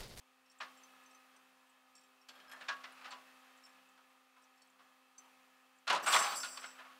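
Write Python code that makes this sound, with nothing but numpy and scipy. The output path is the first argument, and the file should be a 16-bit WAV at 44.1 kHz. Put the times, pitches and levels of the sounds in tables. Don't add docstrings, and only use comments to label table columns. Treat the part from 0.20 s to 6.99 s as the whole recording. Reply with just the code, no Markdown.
import sys
import numpy as np
from scipy import signal
from scipy.fft import rfft, irfft
from scipy.io import wavfile
from scipy.ndimage import uniform_filter1d

SR = 44100
rng = np.random.default_rng(int(sys.argv[2]) if len(sys.argv) > 2 else 0)


def generate_wav(signal):
    frames = np.transpose(np.atleast_2d(signal))
    scaled = np.clip(frames, -1, 1) * 32767
    pcm = np.round(scaled).astype(np.int16)
    wavfile.write(sys.argv[1], SR, pcm)


N = 299439


def amp(db):
    return 10 ** (np.asarray(db) / 20)


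def evened(x):
    return x / np.sqrt(np.mean(x ** 2) + 1e-20)


def read(points, hz):
    f, value = np.transpose(points)
    return np.interp(np.log(hz + 1), np.log(f + 1), value)


def add(mix, s, sound):
    part = mix[..., round(s * SR):][..., :sound.shape[-1]]
    part += sound[..., :part.shape[-1]]


def along(rows):
    s, *columns = np.transpose(rows)
    t = np.arange(N) / SR
    return [np.interp(t, s, c) for c in columns], (t > s[0]) & (t < s[-1])


def drift(rate_hz):
    f = np.geomspace(.1, 1, 16) * rate_hz
    phase = rng.random(16)
    t = np.arange(0, N + 512, 512) / SR
    slow = np.sin(2 * np.pi * (f * t[:, None] + phase)) @ f ** -.5
    return np.interp(np.arange(N) / SR, t, evened(slow))


def sparse(per_s, spread_db, size=N):
    sizes = amp(spread_db * np.minimum(rng.exponential(1, size), 4))
    return sizes * (rng.random(size) < per_s / SR)


def ring(x, hz, t60):
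    r, w = 10 ** (-3 / (t60 * SR)), 2 * np.pi * hz / SR
    return signal.lfilter([0, np.sin(w)], [1, -2 * r * np.cos(w), r * r], x)


def struck(modes, weight, damping, size):
    hz, db, t60 = np.transpose(modes)[..., None]
    t = np.arange(size) / SR
    envelope = amp(db - 60 * t / (t60 * damping))
    return (weight[:, None] * envelope * np.sin(2 * np.pi * hz * t)).sum(0)


def nearness(modes, hz, reach):
    apart = abs(np.log2(np.transpose(modes)[0] / hz))
    return -reach * (apart - apart.min())


def truck():
    pump_hz = 259.3
    # multiple of the pump tone, rms level/dB
    overtones = [(1, -73), (2, -78), (3, -76.5), (4, -79.5), (5, -82), (10, -82)]
    # f/Hz, rms level/dB
    machine_tones = [(190, -92), (404, -88), (856, -97.5), (1211, -77.5), (1265, -75.5), (1375, -88),
                     (1712, -79.5), (1825, -84), (1897, -87.5), (2347, -101), (2550, -81.5), (2606, -81.5),
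                     (2676, -83.5), (3140, -84), (3316, -89)]
    # f/Hz, relative level/dB
    hiss_colour = [(15, -55), (30, -48), (70, -48), (105, -39), (140, -54), (185, -12), (230, -20),
                   (450, -13.5), (780, -4), (1240, -1), (1540, -5), (2560, -6), (5300, -15), (15700, -22)]
    hiss_db = -64.5
    t = np.arange(N) / SR
    turns = pump_hz * t + np.cumsum(0.22 * drift(2.017)) / SR
    hum = np.zeros(N)
    for k, db in overtones:
        level = amp(db + .5 * np.sqrt(k) * drift(26.0))
        hum += level * np.sin(2 * np.pi * (k * turns + rng.random()))
    for hz, db in machine_tones:
        level = amp(db + 3.0 * drift(9.7))
        cycles = hz * t + np.cumsum(.0012 * hz * drift(5.3)) / SR
        hum += level * np.sin(2 * np.pi * (cycles + rng.random()))
    drone = ring(ring(rng.standard_normal(N), 110., 0.074), 110., 0.074)
    hum += amp(-103) * evened(drone)

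    frames, hz = N // 256 + 5, np.fft.rfftfreq(1024, 1 / SR)
    a, b, patches = rng.standard_normal((frames, 513, 3)).T
    patches = uniform_filter1d(patches, 14, 0)
    patches = evened(uniform_filter1d(patches, 16, 1))
    level_db = read(hiss_colour, hz)[:, None] + 0.98 * patches * (hz[:, None] < 4000)
    hiss = signal.istft((a + 1j * b) * amp(level_db), nperseg=1024, noverlap=768)[1][:N]
    return np.sqrt(2) * hum + amp(hiss_db) * evened(hiss)


def ticks():
    # t/s, level/dB, centre f/Hz
    grazes = [(0.3855, -56, 7750), (0.8345, -67, 8090), (0.9114, -65, 7930), (0.973, -87, 8000),
              (1.4676, -68, 8390), (1.496, -61, 8100), (1.7534, -58, 7450), (1.791, -60, 7600),
              (2.7212, -65.5, 9600), (3.3732, -63.5, 7550), (3.6885, -66, 7330), (4.2193, -67, 8500),
              (4.2344, -65, 7860), (4.24, -62, 5950), (4.4196, -60.5, 7800), (4.4722, -64, 8000),
              (4.5002, -66, 7390), (4.983, -51, 7580), (5.5583, -70, 8650), (5.585, -63, 7450)]
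    width_hz, decay_s, rise_s = 840, 0.0072, 0.0014
    out, luck = np.zeros(N), rng.standard_normal((len(grazes), 2000))
    t = np.arange(2000) / SR
    for (s, db, hz), noise in zip(grazes, luck):
        puff = evened(ring(ring(noise, hz, 2.0 / width_hz), hz, 2.0 / width_hz))
        add(out, s, amp(db) * puff * np.exp(-t / decay_s) * np.minimum(t / rise_s, 1))
    return out


def shackle():
    # t/s, level/dB
    hits = [(2.0873, -62), (2.1542, -65), (2.207, -67), (2.2808, -66), (2.295, -64), (2.3155, -58)]
    # f/Hz, level/dB, t60/s before damping
    shackle_tones = [(1610, 4, 0.18), (3270, 2.5, 0.21), (3500, -25, 0.22), (4150, -10, 0.32),
                     (4430, -16, .1), (5220, -2, 0.16), (7250, -12, 0.13), (9300, -10, 0.11),
                     (11600, -6, 0.083)]
    out, luck = np.zeros(N), rng.standard_normal((len(hits), len(shackle_tones)))
    for (s, db), row in zip(hits, luck):
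        add(out, s, amp(db) * struck(shackle_tones, amp(4.1 * row), 0.86, size=9000))
    return out


def clinks(touches, modes, dampings, others_db, tick_db, rise_s, size):
    out, luck = np.zeros(N), rng.standard_normal((len(touches), len(modes) + 800))
    band = signal.butter(2, [4500., 9200.], "bandpass", fs=SR, output="sos")
    rise = np.minimum(np.arange(size) / SR / rise_s, 1)
    for touch, damping, row in zip(touches, dampings * np.ones(len(touches)), luck):
        s, db, low_hz, high_hz, high_db = touch
        low_near = nearness(modes, low_hz, 1170.0)
        high_near = high_db + nearness(modes, high_hz, 450.0)
        near = np.maximum(low_near, high_near)
        sound = struck(modes, amp(near), damping, size)
        sound += struck(np.multiply(modes, [1.012, 1, .5]), amp(near - 11), damping, size)
        flash_db = others_db + max(high_db, 0) + 0.58 * row[800:]
        sound += struck(modes, amp(flash_db), .4 * damping, size)
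        tick = signal.sosfilt(band, row[:800]) * np.exp(-np.arange(800) / 360.0)
        sound[:800] += amp(tick_db + high_db) * tick
        add(out, s, amp(db) * sound * rise)
    return out


def held_links():
    # t/s, level/dB, lower tone f/Hz, upper tone f/Hz, upper tone level/dB
    touches = [(0.2603, -55, 5540, 8050, -16), (0.2982, -47, 5460, 7650, -20),
               (0.3144, -59.5, 5730, 8270, 7), (0.5721, -60.5, 5530, 7500, -2),
               (0.634, -48.5, 6110, 7560, -28), (0.7794, -67, 5570, 7450, -20),
               (0.8599, -52, 6070, 7640, -27), (0.9085, -56, 5510, 7850, -10),
               (0.9294, -60.5, 6480, 7440, -43), (0.9467, -50.5, 6100, 7900, -19),
               (1.1628, -59.5, 5930, 8440, 2.5), (1.7513, -46.5, 5510, 8380, -2.5),
               (1.7626, -51.5, 5300, 7440, -3), (1.779, -47.5, 5600, 7330, -15),
               (1.8094, -56, 5700, 8410, -3), (1.8344, -56.5, 5470, 7600, -6),
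               (2.0138, -50, 5500, 8480, -31), (2.0854, -49, 4240, 7260, -11),
               (2.8429, -64, 5560, 7560, -17), (2.9058, -48.5, 4500, 7340, -10),
               (3.4371, -52, 5420, 7280, -11), (3.4506, -47, 5390, 7280, -21),
               (3.491, -62.5, 5390, 7200, -5), (4.222, -58, 5500, 8430, -10), (4.376, -52, 5300, 7300, -23),
               (4.4179, -56, 4500, 5470, 4.5), (4.6194, -62, 5000, 8000, -17),
               (4.98, -38.5, 6080, 8000, -30), (5.058, -64, 6180, 7650, -13)]
    # f/Hz, level/dB, t60/s before the grip's damping
    hook_tones = [(4450, -3.5, 0.17), (4700, 2, 0.16), (5260, -27, .12), (5380, -1, 0.1), (5510, -7, 0.11),
                  (5970, -1, 0.082), (6130, -5, 0.12), (6220, -10.5, 0.15), (7590, -2, 0.21),
                  (7950, -25, 0.21), (8400, -9, 0.04), (8100, -8, 0.076), (8600, 3.5, 0.11),
                  (8850, -22, 0.061), (9900, -23, 0.17), (11200, -3, 0.075)]
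    grip_damping = 0.69
    return clinks(touches, hook_tones, grip_damping, -18.5, -1.2, 0.0025, size=6000)


def bed():
    # t/s, level/dB, bass/dB, treble/dB, top/dB, t60/s before the band factors,
    # tone of the struck spot f/Hz, level of that tone/dB
    knocks = [(0.402, -41, -15, -2.5, -16, 0.12, 1140, -6), (0.407, -48, 0, 5, -12, 0.18, 1800, -0.5),
              (0.446, -64, -10, -17, -4, 0.22, 1120, 0), (1.144, -65.5, 1, -4, 3, 0.18, 1110, 2.5),
              (2.085, -58, 11.5, 15.5, 22, 0.14, 1600, -7), (2.154, -64.5, 16, 3, 8, 0.44, 1660, 0),
              (2.199, -69, 6, 14.5, 2, 0.1, 3170, 1), (2.295, -58.5, 4, -3, 23.5, 0.15, 1530, 6),
              (2.314, -57.5, -1, 11, 19, 0.1, 1690, 10), (2.325, -53.5, 4, -14, 22, 0.26, 1760, 0),
              (2.407, -49.5, -2, 0.5, 9, 0.21, 1758, -2), (2.483, -38, -4.5, 4, -28, 0.17, 1560, 3),
              (2.489, -48.5, -15, 4, -19, 0.1, 1105, 9), (2.508, -57.5, -3, -17, -11, 0.27, 1120, 7),
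              (2.637, -48, -4, 2.5, -7, 0.17, 1900, -6), (2.811, -54, -12, -1, 1, 0.12, 1330, -2),
              (2.842, -50, -5, 1.5, -7, 0.21, 1760, -2.5), (2.855, -53, -7, 3, -5, 0.16, 1420, -6),
              (2.868, -60, -4, -5, -4, 0.31, 826, 7.5), (2.912, -51.5, 3, 6, 7, 0.26, 1060, -6),
              (3.461, -65, -5, -5, 31, 0.26, 1260, 6), (3.581, -73, 17, 3, 7, 0.28, 1250, 10),
              (3.776, -59, -10, -1, 10, 0.13, 1280, 11), (4.162, -59, -13, -3, 1, 0.16, 1030, -7),
              (4.589, -58, 4.5, 0, 8, 0.2, 1082, -2), (5.043, -73, 13, -3, 9, 0.31, 1010, 3),
              (5.676, -36, -15, 6.5, 10, 0.14, 1450, 1), (5.698, -28.5, 4, 1.5, 11, 0.21, 1262, 10),
              (5.726, -41, 13, 8.5, 24, 0.21, 973, 8), (5.746, -40, -6, 6.5, 16, 0.2, 830, 4),
              (5.825, -46, 11, -19, 16, 0.19, 818, 3.5), (5.86, -30, -3, -3.5, 18, 0.49, 1170, -2),
              (5.92, -31, -1.5, 6, 21, 0.47, 1160, -1.5), (5.944, -30, 0, -10, 9, 0.13, 960, 2.5),
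              (5.962, -24.5, -16, -2, 17, 0.064, 1420, -9), (5.998, -34, -19, -20, 4, 0.46, 830, -1.5),
              (6.029, -41, -17, 6.5, 13, 0.63, 930, -10), (6.117, -46, 6, 7.5, 19, 0.27, 840, 3.5),
              (6.23, -49.5, -9, 13, 2, 0.15, 1420, 12.5), (6.243, -49.5, 4.5, 10, 29, 0.21, 1430, -8),
              (6.371, -48, -20, 5, -2, 0.13, 1300, 9.5), (6.437, -51, -13, 0, -2, 0.11, 1477, 10),
              (6.584, -51, -4, -5, -3, 0.35, 1720, -4), (6.647, -62, -11, -3, -1, 0.15, 1220, 12.5)]
    # f/Hz, relative level/dB
    bed_colour = [(24, -81), (40, -102), (158, -22.5), (351, -21), (461, -21), (638, -10.5), (905, -8.5),
                  (1220, -1.5), (2110, -8), (2850, -6.5), (5590, -17), (9000, -29), (12500, -39.5),
                  (15600, -53)]
    # centre f/Hz, factor on t60
    bed_bands = [(300, 2.2), (900, 1.5), (1800, 0.85), (3200, 0.63), (6000, 0.48), (11000, 0.18)]
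    # f/Hz, level/dB, t60/s
    plate_tones = [(817, 1, 0.16), (975, -3.5, 0.22), (1001.5, 13, 0.08), (1114, -1.5, 0.37),
                   (1315, -6, 0.05), (1430, -5, 0.19), (1500, 5.5, 0.039), (1648, 1, 0.16),
                   (1758, 7, 0.066), (1987, 6.5, 0.1), (2260, -34, 0.064), (2520, -19, 0.074),
                   (2800, -11, .08), (3100, 21, 0.083), (3210, 7, .1), (3430, 3, .08)]
    # t/s, level/dB
    pulls = [
        [(2.08, -68), (2.3, -65), (2.47, -63.5), (2.7, -65), (2.86, -58.5), (3.03, -73), (3.6, -68)],
        [(5.67, -45), (5.9, -54), (6.2, -74), (6.44, -51.5), (6.52, -64.5), (6.79, -65)],
    ]
    drag_treble_db = -4.5
    rise_share = 0.018
    chatter_db, chatter_t60_s = -11, 0.29
    chatter_colour = 0.53

    hz, centre, quick = np.fft.rfftfreq(N, 1 / SR), *np.transpose(bed_bands)
    crowd = rfft(rng.standard_normal(N)) * amp(read(bed_colour, hz))
    crowd /= np.sqrt(np.mean(irfft(crowd, N) ** 2))
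    shares = [np.sqrt(read(np.c_[centre, row], hz)) for row in np.eye(len(centre))]
    bright = np.clip(np.log2(centre / 1820.0), 0, 1.3)[:, None]

    power, drive = np.zeros((len(centre), N)), np.zeros((len(plate_tones), N))
    chatter = np.zeros((len(centre), N))
    t = np.arange(16000) / SR
    for s, db, bass_db, treble_db, top_db, t60, spot_hz, spot_db in knocks:
        rise = 1 - np.exp(-t / (rise_share * t60))
        colour_db = np.r_[[[bass_db]], treble_db * bright[1:-1], [[top_db]]]
        blow_db = db + colour_db - 60 * t / (t60 * quick[:, None])
        add(power, s, (rise * amp(blow_db)) ** 2)
        spot_near = nearness(plate_tones, spot_hz, 101.0)[:, None]
        tone_db = db + spot_db + spot_near - 60 * t / (0.77 * t60)
        add(drive, s, (rise * amp(tone_db)) ** 2)
        after_db = db + chatter_db + chatter_colour * colour_db - 60 * t / chatter_t60_s
        add(chatter, s, (rise * amp(after_db)) ** 2)
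    for rows in pulls:
        (db,), on = along(rows)
        chatter += on * amp(db + drag_treble_db * bright) ** 2

    taps = evened(sparse(250., 1.6)) ** 2
    keep = 10 ** (-6 / (0.14 * quick * SR))
    stir = np.array([signal.lfilter([1 - k], [1, -k], taps) for k in keep])
    power += stir * chatter

    shake, tones = rng.standard_normal(N), np.zeros(N)
    for (f, db, t60), p in zip(plate_tones, drive):
        tones += amp(db - 26.0) * ring(shake * np.sqrt(p), f, t60)
    tones = signal.sosfilt(signal.butter(4, 600., "highpass", fs=SR, output="sos"), tones)
    return tones + sum(irfft(crowd * h, N) * np.sqrt(p) for h, p in zip(shares, power))


def lying_links():
    # t/s, level/dB, lower tone f/Hz, upper tone f/Hz, upper tone level/dB, factor on t60
    chimes = np.array([(5.937, -23.5, 3380, 8130, -18, 0.17), (5.96, -37.5, 6184, 8170, -6, 0.4),
                       (5.988, -40.5, 5500, 7235, -10, 0.3), (6.022, -39.5, 6110, 5265, -10, 0.57),
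                       (6.03, -50.5, 4877, 4440, -2.5, 0.7), (6.09, -55, 4440, 10700, -15, 0.87),
                       (6.155, -47, 4877, 10560, -1, 0.63), (6.155, -57, 11990, 12890, 8, 0.9),
                       (6.172, -48.5, 6110, 7460, -5, 0.64), (6.2, -44.5, 5265, 14290, -19, 0.48),
                       (6.229, -54, 4500, 11250, 0, 0.5), (6.32, -56, 8300, 7300, -7, 0.5),
                       (6.372, -46, 5500, 4390, -1, 0.12), (6.456, -59.5, 5350, 7670, 1, 0.48)])
    # f/Hz, level/dB, t60/s before damping
    chain_tones = [(3380, 4.5, 0.2), (4550, 8, 0.3), (4877, 0, 0.36), (5320, -0.5, 0.53), (5470, 4, 0.22),
                   (6130, -2, 0.46), (6250, -1, 0.7), (7250, 6, 0.49), (7740, 4, 0.73), (7900, 8, 0.38),
                   (8134, -20, 0.39), (9200, -13, 0.78), (9330, -13, 0.72), (10420, -11, 0.68),
                   (10700, -6.5, 0.98), (11100, -9, 0.79), (11800, -10, 0.4), (12890, -7, .35),
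                   (14290, -9, .55)]
    return clinks(chimes[:, :-1], chain_tones, chimes[:, -1], -12.0, -7.0, 0.0041, size=20000)


def jangle():
    # t/s, low tones level/dB, middle tones level/dB, high tones level/dB
    tumble = [(5.822, -70, -66, -66), (5.84, -54, -53, -61), (5.858, -60, -58, -65),
              (5.88, -49, -37.5, -56), (5.915, -46.5, -42, -51), (5.94, -43, -40.5, -50),
              (6.0, -46, -37.5, -56), (6.05, -54, -47.5, -58), (6.14, -57, -54, -61),
              (6.168, -54, -43, -64), (6.2, -52.5, -49.5, -63), (6.36, -59.5, -56, -71),
              (6.5, -64.5, -66.5, -80), (6.6, -90, -85, -85)]
    # f/Hz, width/Hz (twice the standard deviation), level/dB within the group
    link_groups = [
        [(4710, 246, 2), (5380, 310, 3), (6000, 320, 1)],
        [(7560, 230, 2.5), (7740, 317, 1), (8410, 341, -1), (9170, 900, -5.5)],
        [(11700, 1000, -1.5), (12600, 890, -25), (14300, 400, -2), (15100, 700, -4)],
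    ]
    levels_db, on = along(tumble)
    start, out = round(tumble[0][0] * SR), np.zeros(N)
    for group, group_db in zip(link_groups, levels_db):
        x = np.zeros(N)
        for hz, width, tone_db in group:
            for f in np.minimum(hz + .5 * width * rng.standard_normal(13), 16000):
                contacts = sparse(30., 1.8, size=N - start)
                x[start:] += amp(tone_db) * ring(contacts, f, 0.094)
        out += amp(group_db) * x / np.sqrt(uniform_filter1d(x ** 2, 3000) + 1e-6)
    return uniform_filter1d(on * 1., 400) * out


def scene():
    background = truck()
    light_contacts = ticks() + shackle() + held_links()
    return (background + light_contacts + bed() + lying_links() + jangle())[None]


def record(dry):
    edge_hz = 15740
    keep = np.exp(-1 / (0.062 * SR))
    power = signal.lfilter([1 - keep], [1, -keep], dry[0] ** 2)
    power_db = 10 * np.log10(power + 1e-12)
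    wish_db = np.clip(0.76 * (power_db + 52.5), -8., 0)
    fall = np.arange(N) * 6.7 / SR
    gain_db = np.maximum.accumulate(wish_db + fall) - fall
    opened = dry * amp(uniform_filter1d(gain_db, 200))
    lowpass = signal.firwin(1023, edge_hz, window=("kaiser", 10), fs=SR)
    return signal.oaconvolve(opened, lowpass[None], "same")


dry = scene()
out = record(dry)
generate_wav(out)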